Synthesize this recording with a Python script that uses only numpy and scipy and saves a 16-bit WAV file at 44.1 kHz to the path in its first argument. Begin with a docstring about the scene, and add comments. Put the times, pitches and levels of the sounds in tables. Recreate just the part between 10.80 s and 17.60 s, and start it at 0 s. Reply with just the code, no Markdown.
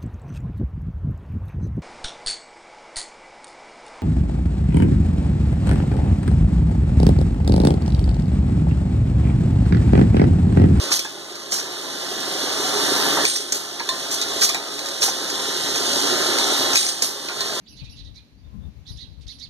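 """A drill grinds through metal in an automatic machine, over two cycles heard in a workshop from close by.
Broken chips excite its frame; the grinding swells and dies as it lifts. A vibrating bowl feeder hums and
rattles small steel parts: random impacts through resonances. A drive belt thumps in a limping rhythm,
air valves spit shaped noise, the slide and index table clack against stops, and a pin rings in decaying modes."""
import sys
import numpy as np
from scipy import signal
from scipy.fft import rfft, irfft, next_fast_len
from scipy.io import wavfile
from scipy.ndimage import uniform_filter1d, minimum_filter1d, map_coordinates

SR = 44100
rng = np.random.default_rng(int(sys.argv[2]) if len(sys.argv) > 2 else 0)


def waveform_to_disk(signal):
    """Save audio, clipped to [-1, 1], as 16-bit WAV at the path in sys.argv[1]."""
    frames = np.transpose(np.atleast_2d(signal))
    scaled = np.clip(frames, -1, 1) * 32767
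    samples = np.round(scaled).astype(np.int16)
    wavfile.write(sys.argv[1], SR, samples)


N = 299880

# Levels in these tables are relative settings; the sources add their own trims.
# The machine at rest, read between rows. Each row: time in s, grinding in dB, rattle in dB.
IDLE = [(0.4, -40.5, -41), (2.85, -38, -37.5), (3.85, -37, -36.5), (4.05, -35, -33.5), (6.35, -37.5, -36)]
# The bit feeds into a part, reaches full load and lifts.
# Each row: start in s, lift in s, time to full load in s, grinding in dB, rattle in dB.
CUTS = [(0.683, 2.451, 1.437, -24.5, -25.5), (4.19, 5.956, 1.073, -26, -25.5)]
# The table is pushed round to its next stop.
# Each row: start in s, stop in s, time to full speed in s, grinding in dB, rattle in dB.
TURNS = [(-0.5, 0.115, 0.4, -32, -32), (2.997, 3.615, 0.73, -31.5, -30), (6.486, 7.115, 0.61, -29, -29.5)]
# Every stroke eases in, swells steadily and dies fast; the rattle is full a little before the grinding.
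EASE_S, RATTLE_LEAD_S = 0.12, 0.1
SWELL_DB_PER_S, GRIND_FALL_DB_PER_S, RATTLE_FALL_DB_PER_S = 12, 800, 85
CYCLE_S = 3.5
# In the second cycle the timed vents and stops are louder, and more so in their sizzle and knocks.
SECOND_CYCLE_DB, SECOND_CYCLE_COLOUR_DB = 1.5, 2

# Colour of the rattling parts. Each row: frequency in Hz, gain in dB.
RATTLE_COLOUR = [(300, -25), (1500, -19.5), (2400, -11.5), (3100, -3), (3900, 1), (5000, -0.5), (6300, -3),
                 (7800, -7.5), (11000, -12.5), (13000, -16), (15000, -36)]
# Resonances of the small parts. Each row: frequency in Hz, width in Hz, gain in dB.
PART_MODES = [(3100, 8.4, -3.5), (3534, 48, -3), (3890, 18, -1.5), (4020, 18, -9), (6160, 50, -12)]
# Colour of the cut. Each row: frequency in Hz, gain in dB.
GRIND_COLOUR = [(25, -54), (60, -38), (100, -24.5), (170, -10), (270, -11), (380, -2), (480, -5), (700, -1),
                (1300, 0), (1900, -2), (2400, -7), (5000, -11), (12000, -71)]
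# Colour of the low growl under the cut. Each row: frequency in Hz, gain in dB.
GROWL_COLOUR = [(25, -62), (70, -14), (130, -9), (200, -8), (270, -1), (380, -3.5), (500, 2), (800, -4.5),
                (2000, -53)]
# Resonances of the machine frame. Each row: frequency in Hz, width in Hz, gain in dB.
FRAME_MODES = [(281, 34, 3.5), (348.6, 11, 2), (413.2, 6.1, 4), (726, 27, -8.5), (1255, 42, -20),
               (1745, 25, -9)]
# Hum of the drill motor, relative to the grinding. Each row: frequency in Hz, level in dB.
MOTOR_HUM = [(150, -28.5), (291, -17.5), (414.5, -14.5), (528, -18.5), (550, -18.5), (600, -22),
             (649, -16.5), (729, -29.5)]
# Hum of the feeder magnet, whatever the load. Each row: frequency in Hz, mean level in dB.
MAGNET_HUM = [(50, -68), (100, -72), (150, -62.5), (200, -63), (350, -49), (550, -58.5), (600, -55)]
BELT_TURN_S = 0.16038
# Uneven spots of the drive belt meet the pulley once a turn.
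# Each row: thump's peak in s into the turn, level over the grinding in dB, length in s.
BELT_SPOTS = [(0.015, -9.5, 0.014), (0.037, 2, 0.022), (0.068, -6.5, 0.018), (0.086, -5, 0.014),
              (0.111, -1, 0.021)]
# Modes of the housing in a belt thump. Each row: nominal frequency in Hz, level in dB.
HOUSING_MODES = [(135, -21.5), (295, -9), (392, 1.5), (560, -7.5)]

# Air valves venting in every cycle.
# Each row: time into the cycle in s, level in dB, sizzle in dB, t60 in s, opening time constant in s.
VENTS = [(0.114, -11, -17, 0.28, 0.0087), (0.716, -13, -18.5, 0.29, 0.0095),
         (2.719, -20.5, -13, 0.38, 0.0019), (3.315, -14, -17, 0.18, 0.01)]
# The exhaust that lifts the drill. One row: sizzle in dB, t60 in s, opening time constant in s.
LIFT_VENT = (-21, 0.48, 0.27)
# Strength of that exhaust. Each entry: level in dB, one for each cut.
LIFT_VENT_LEVELS = [-6.5, -4]
# Colour of the air jets. 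Each row: frequency in Hz, gain in dB.
AIR_COLOUR = [(30, -58), (150, -11), (400, -7), (2200, -5), (3200, -1.5), (4500, 7), (6200, 5), (7500, 2),
              (9500, -6), (12000, -16), (15000, -16)]
# Colour of the jets' high sizzle. Each row: frequency in Hz, gain in dB.
SIZZLE_COLOUR = [(3000, -42), (7000, -5), (10500, 9), (13000, 4), (15200, -16)]

# Dull knocks of the slide and the pawl.
# Each row: time in s, level in dB, pitch in Hz, second mode in Hz, second mode in dB, t60 in s.
KNOCKS = [(0.117, -20.5, 1170, 428, -2, 0.042), (0.249, -26, 1690, 890, -4, 0.11),
          (0.721, -25.5, 738, 1120, -13, 0.09), (3.002, -24.5, 970, 1644, -3.5, 0.087),
          (3.619, -14, 1566, 1250, -16, 0.04), (3.694, -25, 1111, 1860, -14, 0.11),
          (3.746, -31.5, 926, 685, 3.5, 0.33), (4.281, -18.5, 874, 1510, -17, 0.054),
          (6.497, -29.5, 1017, 1446, -2, 0.17)]
# Steel stops met in every cycle.
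# Each row: time into the cycle in s, level in dB, knock in dB, bright in dB, ring in Hz, ring in dB.
CLACKS = [(0.118, -11, -14.5, -16, 6200, -11), (0.191, -16, -29, 3.5, 3380, -10.5),
          (0.721, -20.5, -9.5, -19, 5770, 0), (0.785, -19.5, -11, 0, 5960, -11),
          (2.722, -16.5, -10.5, 8, 5810, -12.5)]
# The drill hits its stop as it lifts. One row: level, knock, bright in dB, ring in Hz, ring in dB.
LIFT_CLACK = (-6.5, -36, -9, 6300, -13.5)
# The pawl knocks as a turn starts. One row: level, knock, bright in dB, ring in Hz, ring in dB.
PAWL_CLACK = (-21.5, -3, -20, 4150, -9)
# Colour of the pin's clack. One row: knock in dB, bright in dB, ring in Hz, ring in dB.
LOCK_CLACK = (-27, 4, 3680, -13)
# Loose parts jolt in the track. Each row: time in s, level in dB, knock in dB, ring in Hz.
JOLTS = [(0.247, -25, -9, 3550), (0.554, -30, -21, 4130), (2.559, -15.5, -23, 5960),
         (3.414, -16, -14, 3860), (3.423, -23, -20, 3900), (3.745, -18, -2.5, 3800),
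         (3.991, -23, -32, 4180), (4.058, -24, -30, 3900), (4.086, -24.5, -30, 4000),
         (4.499, -21.5, -25, 6400), (4.957, -21, -23, 6430), (5.585, -15.5, -72, 3970),
         (5.932, -16, -18, 6200), (5.968, -9, -40, 3900), (5.992, -20, -34, 6000), (6.03, -18.5, -31, 3940),
         (6.058, -27, -33, 6020), (6.065, -18.5, -32, 6100)]
JOLT_BRIGHT_DB, JOLT_RING_DB = 2, -7.5
# Colour of a blow's thud in the frame. Each row: frequency in Hz, gain in dB.
KNOCK_COLOUR = [(25, -65), (60, -44), (250, 9.5), (600, 13), (1000, 9), (1700, 8.5), (2500, 14.5),
                (6000, -65)]
# Colour of a blow's clink. Each row: frequency in Hz, gain in dB.
CLINK_COLOUR = [(1000, -9), (2500, 23.5), (3400, -42), (4400, 23), (5500, 17.5), (9000, -6), (15000, -24)]
# Colour of a blow's bright tick and of a valve's leak. Each row: frequency in Hz, gain in dB.
BRIGHT_COLOUR = [(3000, -46), (5000, 1), (6100, 2), (7500, 3), (9500, -9), (15000, -15)]

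# The bit squeals at the bottom of each hole. Each row: start in s, end in s, level in dB.
SQUEALS = [(2.128, 2.4, -39), (5.71, 5.89, -39)]
# The bit snatches as it breaks through. Each row: time in s, level in dB.
SNATCHES = [(2.262, -13), (2.32, -16), (2.347, -21), (2.369, -9.5), (2.384, -11), (2.396, -17),
            (2.441, -34), (5.81, -19), (5.847, -16), (5.892, -19), (5.936, -30)]
# The table's locking pin seats.
# Each row: time in s, ring in dB, clack in dB, frequency about which modes are struck hardest in Hz.
LOCKS = [(3.089, -24, -17.5, 3618), (6.606, -27, -20, 3880)]
# Modes of the pin. Each row: frequency in Hz, level in dB, t60 in s.
PIN_MODES = [(672, -13, 0.72), (1040, 1.5, 0.22), (1780, -8, 0.41), (1830, -5, 0.29), (3600, 3.5, .085),
             (3910, -2, 0.12), (4150, 1, 0.13), (4240, 3, 0.11), (5460, -11, .12)]
# Drone of the index table. Each row: frequency in Hz, level in dB.
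BEARING_TONES = [(552, -9), (673, -2.5), (1263, -8)]
DRONE_DB, DRONE_FADE_S = -42.5, 0.04

# Decay of the workshop. Each row: frequency in Hz, t60 in s.
WORKSHOP_DECAY = [(150, 0.087), (1000, 0.17), (5000, 0.22), (14000, 0.073)]
# Likeness of the two sides of a wide source. Each row: frequency in Hz, correlation.
ALIKE = [(500, 0.61), (2000, 1), (4400, 0.98), (6000, 0.94), (7500, 0.36), (14000, 0.73)]
# Phase between the stereo channels. Each row: frequency in Hz, phase in half turns.
TWIST = [(1290, 0), (2440, -1), (2530, -1), (3730, -2), (5000, -3), (6300, -4), (7600, -5), (8900, -4),
         (10050, -3), (11200, -2), (12550, -1), (13800, 0), (15500, 1)]
# Spill of the difference between the sides. Each row: frequency in Hz, gain in dB.
SPILL = [(50, 3), (130, -1), (400, -3), (800, -8), (1050, -15), (1260, -34), (1700, -12), (2500, -24),
         (3100, -12), (3730, -20), (4900, -12), (6300, -11), (7600, -11), (8900, -23), (11200, -22),
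         (12500, -9), (13800, -6)]
# Left against right. Each row: frequency in Hz, level difference in dB.
LEAN = [(60, -2), (130, 1.5), (280, 0), (400, -5), (600, -0.5), (1300, -0.5), (2400, 1.5), (4400, -3),
        (8100, -0.5), (13000, 2)]
# Bands whose shared part is cancelled. Each row: centre in Hz, half width in Hz, share cancelled.
HOLLOWS = [(2480, 310, 1), (10050, 170, 0.8)]
LOW_CUT_HZ, TOP_HZ = 79, 15600
CEILING_DB, LIMIT_HOLD_S = -1, 0.004


def amp(db):
    """The decibel law: 20 dB is a factor of ten in amplitude."""
    return 10 ** (np.asarray(db) / 20)


def unit(x):
    """Power normalisation: x at rms 1."""
    return x / np.sqrt(np.mean(x ** 2) + 1e-20)


def along(points, hz):
    """Logarithmic pitch scale: (Hz, value) points are read on a log axis."""
    f, v = np.transpose(points)
    return np.interp(np.log(hz + 1), np.log(f + 1), v)


def curves(rows):
    """Linear interpolation: one value per sample for each column after the time."""
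    s, *cols = np.transpose(rows)
    return [np.interp(np.arange(N) / SR, s, c) for c in cols]


def wobble(rate):
    """Slow random modulation: a smooth curve through rate random knots a second."""
    knots = rng.standard_normal(int(N * rate / SR) + 4)
    return map_coordinates(knots, [np.arange(N) * rate / SR])


def filtered(x, response):
    """Linear filtering: the spectrum of x times a complex response of frequency."""
    n = x.shape[-1]
    m = next_fast_len(n + SR // 4)
    return irfft(rfft(x, m) * response(np.fft.rfftfreq(m, 1 / SR)), m)[..., :n]


def coloured(x, spectrum, modes=()):
    """Source and resonator: x through a broad colour and narrow resonances, at rms 1."""
    def response(f):
        gain = 1
        for centre, width, db in modes:
            damping = 1j * f * width
            gain = gain + amp(db) * damping / (centre * centre - f * f + damping)
        return amp(along(spectrum, f)) * gain
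    return unit(filtered(x, response))


def hiss(spectrum, size, modes=()):
    """Turbulent or impact noise: coloured noise of rms 1."""
    return coloured(rng.standard_normal(size), spectrum, modes)


def band(size, hz, width_hz):
    """Narrow-band excitation: noise of rms 1 with a Gaussian response about hz."""
    return unit(filtered(rng.standard_normal(size), lambda f: np.exp(-((f - hz) / width_hz) ** 2)))


def tone(t, hz, waver, rate):
    """Phase modulation: a sine whose phase strays by about waver radians, with rate knots a second."""
    return np.sin(2 * np.pi * hz * t + waver * wobble(rate)[:len(t)])


def impacts(rate, spread_db):
    """Random impulse train: tiny blows, rate a second, of log-normal size and either sign."""
    struck = rng.random(N) < rate / SR
    return struck * rng.choice([-1, 1], N) * amp(spread_db * rng.standard_normal(N))


def add(track, s, sound):
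    """Superposition: a sound is summed into the track at time s."""
    start = max(round(s * SR), 0)
    track[start:start + len(sound)] += sound[:len(track) - start]


def gate(start, end, fade):
    """Linear envelope: 1 between start and end, with straight fades inside."""
    t = np.arange(N) / SR
    return np.clip(np.minimum(t - start, end - t) / fade, 0, 1)


def stroke(start, end, ramp, fall_db_per_s):
    """Exponential growth and decay: a stroke eases in, swells to full load, holds and dies."""
    t = np.arange(N) / SR
    ease = np.clip((t - start) / EASE_S, 0, 1)
    below_full_db = SWELL_DB_PER_S * np.maximum(start + ramp - t, 0)
    fallen_db = fall_db_per_s * np.maximum(t - end, 0)
    return ease * amp(-below_full_db - fallen_db)


def work():
    """Addition of powers: grinding and rattle in dB from the idling machine, cuts and turns."""
    grind, rattle = amp(curves(IDLE)) ** 2
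    for start, end, ramp, grind_db, rattle_db in [*CUTS, *TURNS]:
        grind_stroke = stroke(start, end, ramp, GRIND_FALL_DB_PER_S)
        rattle_stroke = stroke(start, end, ramp - RATTLE_LEAD_S, RATTLE_FALL_DB_PER_S)
        grind = grind + (amp(grind_db) * grind_stroke) ** 2
        rattle = rattle + (amp(rattle_db) * rattle_stroke) ** 2
    return 10 * np.log10([grind, rattle])


def each_cycle(steps):
    """Periodic operation: the given timed steps in both cycles, louder in the second one."""
    played = [(s + k * CYCLE_S, db + k * SECOND_CYCLE_DB, colour_db + k * SECOND_CYCLE_COLOUR_DB, *rest)
              for k in range(2) for s, db, colour_db, *rest in steps]
    return [step for step in played if step[0] < N / SR]


def feeder(bunch_db=-1.5, gain_db=3.5):
    """Random excitation of resonators: tossed parts land in bunches and clink."""
    rattle_db = work()[1]
    bunched = unit(impacts(2200, spread_db=1.5) * amp(bunch_db * wobble(160)))
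    landings = bunched + amp(1.0) * rng.standard_normal(N)
    return amp(rattle_db + gain_db + 0.43 * wobble(24)) * coloured(landings, RATTLE_COLOUR, PART_MODES)


def drill(gain_db=-0.34, chatter_db=0.5, growl_db=-9.0, lump_db=2.0):
    """Forced vibration: chips break at the edge and a lumpy grab shakes the frame's resonances."""
    grab = wobble(90)
    chips = unit(impacts(1200, spread_db=0.5)) + amp(1.5) * rng.standard_normal(N)
    cut = coloured(chips * amp(chatter_db * grab), GRIND_COLOUR, FRAME_MODES)
    lumps = rng.standard_normal(N) * amp(lump_db * grab + wobble(25))
    growl = coloured(lumps, GROWL_COLOUR, FRAME_MODES)
    return amp(work()[0] + gain_db) * (cut + amp(growl_db) * growl)


def motor(waver=1.0):
    """Tonal machine noise: unsteady partials of the drill motor, louder under load."""
    t = np.arange(N) / SR
    return amp(work()[0]) * sum(amp(db) * tone(t, hz, waver, rate=9) for hz, db in MOTOR_HUM)


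def magnet(drift_db=1.5):
    """Mains harmonics: the feeder magnet hums on exact multiples, each slowly drifting in level."""
    t = np.arange(N) / SR
    return sum(amp(db + drift_db * wobble(1.5)) * np.sin(2 * np.pi * hz * t) for hz, db in MAGNET_HUM)


def belt(scatter_db=2.0, detune=0.0053, recede_db_per_s=0.26):
    """Periodic excitation: uneven spots thump the housing each turn, louder with load, slowly fading."""
    out = np.zeros(N + SR)
    for turn in np.arange(0, N / SR, BELT_TURN_S):
        for s, db, length in BELT_SPOTS:
            t = np.arange(round(length * SR)) / SR - length / 2
            thump = sum(amp(level) * np.cos(2 * np.pi * hz * (1 + detune * rng.normal()) * t)
                        for hz, level in HOUSING_MODES)
            size = amp(db + scatter_db * rng.normal() - recede_db_per_s * turn)
            window = np.cos(np.pi * t / length) ** 2
            add(out, turn + s - length / 2, size * window * thump)
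    return out[:N] * amp(work()[0])


def valves(air_db=-1, sputter_db=2.2, surge_db=2.0, leak_db=-12, leak_s=0.0091,
           sizzle_hold=0.034, sizzle_rise=0.0045, whistle_db=-23, whistle_hz=8900,
           whistle_width_hz=1200, whistle_t60=0.61, whistle_rise=0.014):
    """Jet turbulence: a valve leaks, opens and spits as the cylinder empties; the lift port whistles."""
    out, t = np.zeros(N), np.arange(SR // 2) / SR
    lifts = [(cut[1], db, *LIFT_VENT) for cut, db in zip(CUTS, LIFT_VENT_LEVELS)]
    for s, db, sizzle_db, t60, opening in each_cycle(VENTS) + lifts:
        sizzle_decay = amp(sizzle_db - 60 * np.maximum(t - sizzle_hold, 0) / t60)
        sizzle = sizzle_decay * hiss(SIZZLE_COLOUR, len(t))
        spits = unit(impacts(700, spread_db=0.5)[:len(t)])
        air = coloured(rng.standard_normal(len(t)) + spits, AIR_COLOUR)
        jet = amp(-60 * t / t60) * air + (1 - np.exp(-t / sizzle_rise)) * sizzle
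        add(out, s, amp(db + air_db) * (1 - np.exp(-t / opening)) * jet)
        # the leak rises and falls in a triangle that peaks as the valve opens
        leak = np.maximum(1 - abs(t / leak_s - 1), 0) * hiss(BRIGHT_COLOUR, len(t))
        add(out, s - leak_s, amp(db + leak_db) * leak)
    for s, *_ in lifts:
        whistle = amp(whistle_db - 60 * t / whistle_t60) * band(len(t), whistle_hz, whistle_width_hz)
        add(out, s, (1 - np.exp(-t / whistle_rise)) * whistle)
    return out * amp(sputter_db * wobble(130) + surge_db * wobble(45))


def knocks(body_db=-3.5, rise=0.0012, waver=1.6):
    """Damped modal vibration: heavy parts bump in two unsteady modes over a dull thud."""
    out, t = np.zeros(N), np.arange(SR // 4) / SR
    for s, db, hz, second_hz, second_db, t60 in KNOCKS:
        ring = tone(t, hz, waver, rate=178) + amp(second_db) * tone(t, second_hz, waver, rate=126)
        thud = amp(body_db) * hiss(KNOCK_COLOUR, len(t))
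        add(out, s, amp(db - 60 * t / t60) * (1 - np.exp(-t / rise)) * (ring + thud))
    return out


def contacts():
    """Impact sources: the cycle's stops, the lift, the pawl, the pin and the loose parts."""
    return (each_cycle(CLACKS)
            + [(cut[1], *LIFT_CLACK) for cut in CUTS]
            + [(turn[0], *PAWL_CLACK) for turn in TURNS if turn[0] > 0]
            + [(s, db, *LOCK_CLACK) for s, _, db, _ in LOCKS]
            + [(s, db, knock_db, JOLT_BRIGHT_DB, hz, JOLT_RING_DB) for s, db, knock_db, hz in JOLTS])


def clacks(knock_t60=0.11, clink_t60=0.027, bright_t60=0.053, ring_t60=0.15, ring_width_hz=260,
           rise=0.00058):
    """Impact radiation: steel blows excite a frame knock, a clink, a bright tick and a narrow ring."""
    out, t = np.zeros(N), np.arange(SR // 4) / SR
    for s, db, knock_db, bright_db, ring_hz, ring_db in contacts():
        knock = amp(knock_db - 4.5 - 60 * t / knock_t60) * hiss(KNOCK_COLOUR, len(t))
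        clink = amp(2.5 - 60 * t / clink_t60) * hiss(CLINK_COLOUR, len(t), PART_MODES)
        tick = amp(bright_db - 5.0 - 60 * t / bright_t60) * hiss(BRIGHT_COLOUR, len(t), PART_MODES)
        ring = amp(ring_db - 60 * t / ring_t60) * band(len(t), ring_hz, ring_width_hz)
        add(out, s, amp(db) * (1 - np.exp(-t / rise)) * (knock + clink + tick + ring))
    return out


def squeal(centre_hz=13150, width_hz=150, fade=0.054):
    """Narrow-band friction noise: a thin, rough whistle of the bit at full depth."""
    level = sum(amp(db) * gate(start, end, fade) for start, end, db in SQUEALS)
    return level * band(N, centre_hz, width_hz)


def snatches(t60=0.049, rise=0.0048, centre_hz=1100, width_hz=850):
    """Sudden release: the bit catches and tears free in short, decaying noise crunches."""
    out, t = np.zeros(N), np.arange(SR // 8) / SR
    for s, db in SNATCHES:
        crunch = band(len(t), centre_hz, width_hz)
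        add(out, s, amp(db - 60 * t / t60) * (1 - np.exp(-t / rise)) * crunch)
    return out


def pin(rise=0.0014, struck_db=7, struck_width_hz=150, waver=0.35):
    """Modal excitation: the pin rings in decaying modes, and where it lands decides which high one leads."""
    out, t = np.zeros(N), np.arange(SR // 2) / SR
    for s, db, _, struck_hz in LOCKS:
        for hz, level, t60 in PIN_MODES:
            lead_db = struck_db * np.exp(-((hz - struck_hz) / struck_width_hz) ** 2)
            envelope = amp(db + level + lead_db - 60 * t / t60) * (1 - np.exp(-t / rise))
            add(out, s, envelope * tone(t, hz, waver, rate=110))
    return out


def table(length=0.82):
    """Wavering tones: the index table drones faintly for a while after the pin has dropped."""
    t = np.arange(N) / SR
    level = amp(DRONE_DB) * sum(gate(s, s + length, DRONE_FADE_S) for s, *_ in LOCKS)
    return level * sum(amp(db + 3.1 * wobble(12)) * np.sin(2 * np.pi * hz * t + 0.84 * wobble(13))
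                       for hz, db in BEARING_TONES)


def spread(source):
    """Interchannel correlation: one part reaches both sides alike, another as opposites."""
    def alike(f):
        return np.clip(along(ALIKE, f), 0, 1)
    shared = filtered(source(), lambda f: np.sqrt((1 + alike(f)) / 2))
    apart = filtered(source(), lambda f: np.sqrt((1 - alike(f)) / 2))
    return np.array([shared + apart, shared - apart])


def workshop(x, wet_db):
    """Reverberation: direct sound plus unrelated decaying echoes per side, new every quarter second."""
    x = np.broadcast_to(x, (2, N))
    echo, step = np.zeros((2, N)), SR // 4
    for start in range(0, N, step):
        hz, t, z = signal.stft(rng.standard_normal((2, SR // 3)), SR, nperseg=256)
        decay = amp(-60 * t / along(WORKSHOP_DECAY, hz)[:, None])
        tails = signal.istft(z * decay, SR, nperseg=256)[1]
        for side, direct, tail in zip(echo, x, tails):
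            reflected = signal.fftconvolve(direct[start:start + step], tail / np.linalg.norm(tail))
            add(side, start / SR, reflected)
    return (x + amp(wet_db) * echo) / np.hypot(1, amp(wet_db))


def limited(x):
    """Peak limiting: the gain dips for a moment wherever a peak would pass the ceiling."""
    hold = round(LIMIT_HOLD_S * SR)
    needed = 1 / np.maximum(abs(x).max(axis=0) / amp(CEILING_DB), 1)
    return x * uniform_filter1d(minimum_filter1d(needed, 2 * hold), hold)


def scene():
    """Airborne and structural paths: work and blows echo more than the belt; the magnet stays dry."""
    steady = spread(feeder) + spread(drill) + motor() + snatches() + squeal() + table()
    blows = spread(valves) + clacks() + knocks() + pin()
    echoing = workshop(steady, wet_db=-9.5) + workshop(blows, wet_db=-8.0)
    return echoing + workshop(belt(), wet_db=-11.5) + magnet()


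def record(dry):
    """Stereo phase rotation: sum and difference alternate by band; then peaks and both extremes are cut."""
    def angle(f):
        return np.pi / 2 * np.interp(f, *np.transpose(TWIST))
    spill = filtered(dry[0] - dry[1], lambda f: amp(along(SPILL, f)))
    mid = filtered(dry[0], lambda f: np.cos(angle(f))) + filtered(spill, lambda f: np.sin(angle(f)))
    side = (filtered(dry[1], lambda f: 1j * np.sin(angle(f)))
            + filtered(spill, lambda f: 1j * np.cos(angle(f))))
    pair = filtered(np.array([mid + side, mid - side]),
                    lambda f: amp(np.outer([.5, -.5], along(LEAN, f))))
    # in the hollows the part shared in phase is taken away
    common = filtered(pair.mean(axis=0), lambda f: sum(share * np.exp(-((f - hz) / w) ** 4)
                                                       for hz, w, share in HOLLOWS))
    return filtered(limited(pair - common),
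                    lambda f: (f < TOP_HZ) * f ** 2 / np.hypot(f ** 2, LOW_CUT_HZ ** 2))


dry = scene()
out = record(dry)
waveform_to_disk(out)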